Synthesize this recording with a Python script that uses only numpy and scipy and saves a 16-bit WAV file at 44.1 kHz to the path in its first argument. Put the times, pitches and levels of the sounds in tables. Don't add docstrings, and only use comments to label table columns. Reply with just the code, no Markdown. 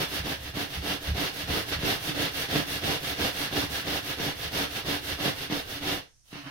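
import sys
import numpy as np
from scipy import signal
from scipy.fft import rfft, irfft, next_fast_len
from scipy.io import wavfile
from scipy.ndimage import uniform_filter1d

SR = 44100
rng = np.random.default_rng(int(sys.argv[2]) if len(sys.argv) > 2 else 0)


def put_to_file(sound):
    columns = np.atleast_2d(sound).T
    safe = np.clip(columns, -1, 1)
    whole_steps = np.round(safe * 32767)
    wavfile.write(sys.argv[1], SR, whole_steps.astype(np.int16))


N = 286946
T = np.arange(N) / SR
PLACES = 6
LIFT_S = 5.997

# frequency in Hz, relative density in dB.
ROOM_TONE_HZ_DB = [(20, -3), (70, -4), (150, -16), (400, -27), (2300, -30), (3200, -30), (4500, -26),
                   (5900, -15), (7500, -27), (9000, -23), (12000, -33.5), (15000, -47)]
RUMBLE_HZ_DB = [(15, -2), (35, -10), (55, -5), (68, 9), (85, 0.5), (110, 5.5), (145, 1.5), (220, -35),
                (600, -52)]
BRUSH_HZ_DB = [(200, -7), (2400, -1), (2900, 6), (4500, 0), (6200, -1), (7500, -8), (9500, 0), (12000, -5),
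               (15500, -5)]
HOLLOW_BAR_HZ_DB = [(40, -5), (140, -8), (300, -12.5), (410, -16), (650, 0), (1150, -0.5), (1700, 0),
                    (2300, -6), (3100, 0), (3600, -18), (8000, -34)]
GRIND_HZ_DB = [(20, -10), (45, -19), (70, -3), (115, -2), (200, -5), (320, -8), (480, -8.5), (750, -5),
               (1100, -13.5), (2000, -21), (5000, -62.5)]
RASP_HZ_DB = [(200, -44.5), (600, -5), (1100, -5.5), (1750, 1.5), (2450, -1), (3100, 0.5), (3800, 0),
              (5000, -4), (5900, -7.5), (7000, -21), (10000, -40)]
HISS_HZ_DB = [(2000, -26), (5500, 3), (6500, -1.5), (7800, -4), (9600, 3), (11000, 0), (12600, 2.5),
              (15500, -0.5)]
KNOCK_HZ_DB = [(30, -47.5), (110, 2), (200, 4), (300, 0.5), (500, -10.5), (900, -9), (3000, -25),
               (9000, -64)]
# frequency in Hz, right minus left in dB.
TILT_HZ_DB = [(60, 1.2), (250, 2.2), (600, 2.3), (1100, 0.89), (2200, 3.4), (4200, 1.7), (8000, 2.4),
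              (12500, 4.1)]
# frequency in Hz, T60 in seconds, relative level in dB.
FLOOR_RING = [(51, 0.25, -11.5), (70.6, 0.15, 1.5), (108.4, 0.34, -15), (166.6, 0.17, -9.5)]
# frequency in Hz, width in Hz, strength in dB.
BEDDED_MODES = [(150.2, 8, 3.5), (182.6, 10, 0), (225, 9.5, -17), (290, 14, 11), (376, 20.6, 3.5),
                (430, 31, 0), (461, 48, 0.5), (525, 15, 2.5), (669, 8, -0.5), (754, 15, -12.5),
                (1312, 21, -4), (1434, 48, -10), (1643, 50, -6), (2205, 45, -22), (2808, 72, -0.5),
                (3453, 117, -2), (4380, 83, -5.5)]
SKIMMING_MODES = [(140, 16, 16.5), (283, 12, 22)]
# start in seconds, relative level in dB.
THUDS_S_DB = [(0.185, -29.5), (0.476, -38), (0.766, -29.5), (1.072, -25), (1.100, -25.5), (1.420, -34),
              (1.489, -28.5), (1.750, -30), (4.440, -36), (5.114, -35)]
# start in seconds, relative level in dB.
KNOCKS_S_DB = [(0.571, -24), (1.505, -22), (1.832, -18), (2.093, -17.5), (2.552, -23), (2.559, -13),
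               (2.842, -29), (3.560, -23), (4.199, -19.5), (4.265, -22.5), (5.258, -16), (5.280, -16),
               (5.500, -20.5), (5.523, -15.5), (6.329, -28), (6.356, -29)]
# start in seconds, length in seconds, ring in dB, rasp in dB.
SKIMS = [(6.302, 0.13, -44, -45.5), (6.423, 0.105, -40.5, -50)]
# start in seconds, relative level in dB.
PUSH_STROKES = [(-0.1, -28), (0.219, -34), (0.521, -33), (0.799, -32), (1.128, -30.5), (1.453, -30),
                (1.777, -28.5), (2.129, -29), (2.466, -29), (2.799, -28.5), (3.153, -28.5), (3.495, -29.5),
                (3.832, -30), (4.159, -31), (4.499, -28.5), (4.828, -31), (5.165, -29.5), (5.48, -33),
                (5.796, -32)]
# start in seconds, relative level in dB, bite in dB.
RETURN_STROKES = [(0.06, -34, 1), (0.362, -42, 2.5), (0.671, -38.5, 3.5), (0.978, -38, 4.5),
                  (1.309, -36, 2.5), (1.637, -35, 7.5), (1.982, -33, -2), (2.300, -32, -2.5),
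                  (2.642, -33, -0.5), (2.989, -32.5, -0.5), (3.312, -32.5, 1), (3.673, -33, -1.5),
                  (4.007, -34.5, 0), (4.331, -36.5, 2.5), (4.668, -35, 0.5), (4.997, -36, 2),
                  (5.323, -37, 2), (5.627, -37, 0.5)]


def undb(db):
    return 10 ** (np.asarray(db) / 20)


def unit_rms(x):
    return x / np.sqrt(np.mean(x ** 2))


def colour(x, spectrum_hz_db, modes=()):
    size = next_fast_len(N + SR // 2)
    hz = np.maximum(np.fft.rfftfreq(size, 1 / SR), 1)
    point_hz, point_db = np.transpose(spectrum_hz_db)
    broad = undb(np.interp(np.log(hz), np.log(point_hz), point_db))
    power = np.ones(len(hz))
    for centre_hz, width_hz, strength_db in modes:
        power += undb(strength_db) ** 2 * np.pi / (1 + (2 * (hz - centre_hz) / width_hz) ** 2)
    cepstrum = irfft(np.log(broad * np.sqrt(power)), size)
    cepstrum[1:size // 2] *= 2
    cepstrum[size // 2 + 1:] = 0
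    return irfft(rfft(x, size) * np.exp(rfft(cepstrum)), size)[..., :N]


def wander(rate_hz):
    hold = max(int(SR / rate_hz), 1)
    steps = np.repeat(rng.standard_normal(N // hold + 1), hold)
    return unit_rms(uniform_filter1d(steps, hold)[:N])


def grains(rate_per_s, spread_db):
    chance = np.clip(rate_per_s / PLACES / SR, 1e-4, 1)
    caught = rng.random((PLACES, N)) < chance
    size = np.clip(rng.standard_normal((PLACES, N))[caught], -2, 2)
    sign = rng.choice([-1, 1], (PLACES, N))[caught]
    impulses = np.zeros((PLACES, N))
    impulses[caught] = sign * undb(spread_db * size)
    return impulses / np.sqrt(chance)


def blows(rows):
    force = np.zeros(N)
    for start_s, level_db in rows:
        force[int(start_s * SR)] += undb(level_db)
    return force


def contact(release_s):
    return np.exp(-np.maximum(T - LIFT_S, 0) / release_s)


def room_tone(level_db):
    return undb(level_db) * unit_rms(colour(rng.standard_normal((2, N)), ROOM_TONE_HZ_DB))


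def stall(places, t60_s, treble_t60_s, wet_db, diffuse_hz):
    t = T[:SR // 3]
    size = next_fast_len(N + len(t))
    hz = np.fft.rfftfreq(size, 1 / SR)
    wet_share = hz ** 2 / (hz ** 2 + diffuse_hz ** 2) / (1 + undb(-wet_db) ** 2)
    lags_s = 0.00025 * np.linspace(-1, 1, len(places))
    spectrum = 0
    for place, lag_s in zip(places, lags_s):
        noise = rng.standard_normal((2, len(t)))
        dull = signal.sosfilt(signal.butter(1, 5000, fs=SR, output="sos"), noise)
        tail = dull * undb(-60 * t / t60_s) + (noise - dull) * undb(-60 * t / treble_t60_s)
        tail *= t > 0.002
        tail /= np.sqrt(np.sum(tail ** 2, axis=1, keepdims=True))
        advance = np.exp(1j * np.pi * hz * lag_s)
        direct = np.array([advance, advance.conj()])
        response = np.sqrt(1 - wet_share) * direct + np.sqrt(wet_share) * rfft(tail, size)
        spectrum += rfft(place, size) * response
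    return irfft(spectrum, size)[:, :N]


def floor_rumble(speed, level_db, sway, resting_db):
    effort = (1 + sway * speed) * contact(release_s=0.032) + undb(resting_db)
    return undb(level_db) * effort * unit_rms(colour(rng.standard_normal(N), RUMBLE_HZ_DB))


def floor_thuds(rise_s, gain_db):
    t = T[:SR // 2]
    ring = sum(undb(db - 60 * t / t60_s) * np.sin(2 * np.pi * hz * t) for hz, t60_s, db in FLOOR_RING)
    ring *= 1 - np.exp(-(t / rise_s) ** 2)
    ring /= np.abs(ring).max()
    return undb(gain_db) * signal.fftconvolve(blows(THUDS_S_DB), ring)[:N]


def brush(start_s, attack_s, fade_db_per_s, level_db):
    t = np.maximum(T - start_s, 0)
    envelope = np.minimum(t / attack_s, 1) * undb(level_db - fade_db_per_s * t)
    hiss = unit_rms(colour(grains(20000, spread_db=7), BRUSH_HZ_DB))
    return hiss * envelope / np.sqrt(PLACES)


def light_drag():
    grit = grains(4000, spread_db=3.5)
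    ring = unit_rms(colour(grit, HOLLOW_BAR_HZ_DB, SKIMMING_MODES))
    rasp = unit_rms(colour(grit, RASP_HZ_DB))
    drag = 0
    for start_s, length_s, ring_db, rasp_db in SKIMS:
        speed = np.sin(np.pi * np.clip((T - start_s) / length_s, 0, 1))
        drag += np.abs(speed) ** 0.91 * (undb(ring_db) * ring + undb(rasp_db) * rasp)
    return drag / np.sqrt(PLACES)


def bar_knocks(body_db, crunch_db, crunch_s):
    force = blows(KNOCKS_S_DB)
    body = colour(force, KNOCK_HZ_DB, BEDDED_MODES)
    crush = signal.lfilter([1], [1, -np.exp(-1 / (crunch_s * SR))], force)
    crunch = crush * unit_rms(colour(rng.standard_normal(N), RASP_HZ_DB, BEDDED_MODES))
    return undb(body_db) * body + undb(crunch_db) * crunch


def arm_strokes(push_lean_db, return_lean_db, bite_at_share, bite_width_share):
    pushes = [(start_s, db, 0, True) for start_s, db in PUSH_STROKES]
    returns = [(start_s, db, bite_db, False) for start_s, db, bite_db in RETURN_STROKES]
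    starts_s, stroke_db, bite_db, is_push = np.transpose(sorted(pushes + returns))
    count = np.interp(T, np.append(starts_s, LIFT_S), np.arange(len(starts_s) + 1))
    stroke = np.minimum(count.astype(int), len(starts_s) - 1)
    progress = count - stroke
    pushing = is_push[stroke] > 0
    speed = np.abs(np.sin(np.pi * progress))
    lean_db = np.where(pushing, push_lean_db, return_lean_db) * (progress - 0.5)
    ridge = np.exp(-((progress - bite_at_share) / bite_width_share) ** 2)
    return speed, stroke_db[stroke], lean_db + bite_db[stroke] * ridge, pushing


def scraping(speed, stroke_db, pressure_db, pushing, gain_db):
    grind_db = np.where(pushing, -3.5, -8)
    hiss_db = np.where(pushing, -8.5, -6.5)
    judder_db = 1.13 * wander(130) + 0.65 * wander(26)
    creep, rocking = 0.065, 0.072
    flow = speed + creep
    grit = grains(2600 * flow, spread_db=3)
    pressed_modes = np.array(BEDDED_MODES) * [1, 1.27, 1] - [0, 0, 2.5]
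    push_grind = colour(grit * pushing, GRIND_HZ_DB, pressed_modes)
    return_grind = colour(grit * ~pushing, GRIND_HZ_DB, BEDDED_MODES)
    grind = unit_rms(push_grind + return_grind)
    rasp = unit_rms(colour(grains(9000 * flow, spread_db=4.5), RASP_HZ_DB, BEDDED_MODES))
    hiss = unit_rms(colour(grains(14000 * flow, spread_db=4.5), HISS_HZ_DB))
    grind *= (np.tanh(1.83 * speed ** 1.6) + rocking) * undb(grind_db + pressure_db)
    rasp *= (np.tanh(1.145 * speed ** 1.33) + creep) * undb(pressure_db)
    hiss *= (speed ** 1.06 + creep) * undb(hiss_db)
    envelope = undb(gain_db + stroke_db + judder_db) * contact(release_s=0.006)
    return (grind + rasp + hiss) * envelope / np.sqrt(PLACES)


def scene():
    speed, stroke_db, pressure_db, pushing = arm_strokes(
        push_lean_db=-0.5, return_lean_db=8.5, bite_at_share=0.64, bite_width_share=0.079)
    bar = scraping(speed, stroke_db, pressure_db, pushing, gain_db=1.5)
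    bar += light_drag()
    bar += brush(start_s=6.235, attack_s=0.08, fade_db_per_s=28, level_db=-51)
    bar[PLACES // 2] += bar_knocks(body_db=26.5, crunch_db=-11.5, crunch_s=0.0057)
    floor = floor_thuds(rise_s=0.016, gain_db=2)
    floor += floor_rumble(speed, level_db=-50.5, sway=0.57, resting_db=-25.5)
    tone = room_tone(level_db=-64)
    return stall(bar, t60_s=0.26, treble_t60_s=0.17, wet_db=4.5, diffuse_hz=483) + floor + tone


def record(dry):
    left = colour(dry[0], np.array(TILT_HZ_DB) * [1, -0.5])
    right = colour(dry[1], np.array(TILT_HZ_DB) * [1, 0.5])
    lowpass = signal.ellip(10, 0.2, 80, 15750, fs=SR, output="sos")
    return signal.sosfilt(lowpass, np.array([left, right]))


dry = scene()
out = record(dry)
put_to_file(out)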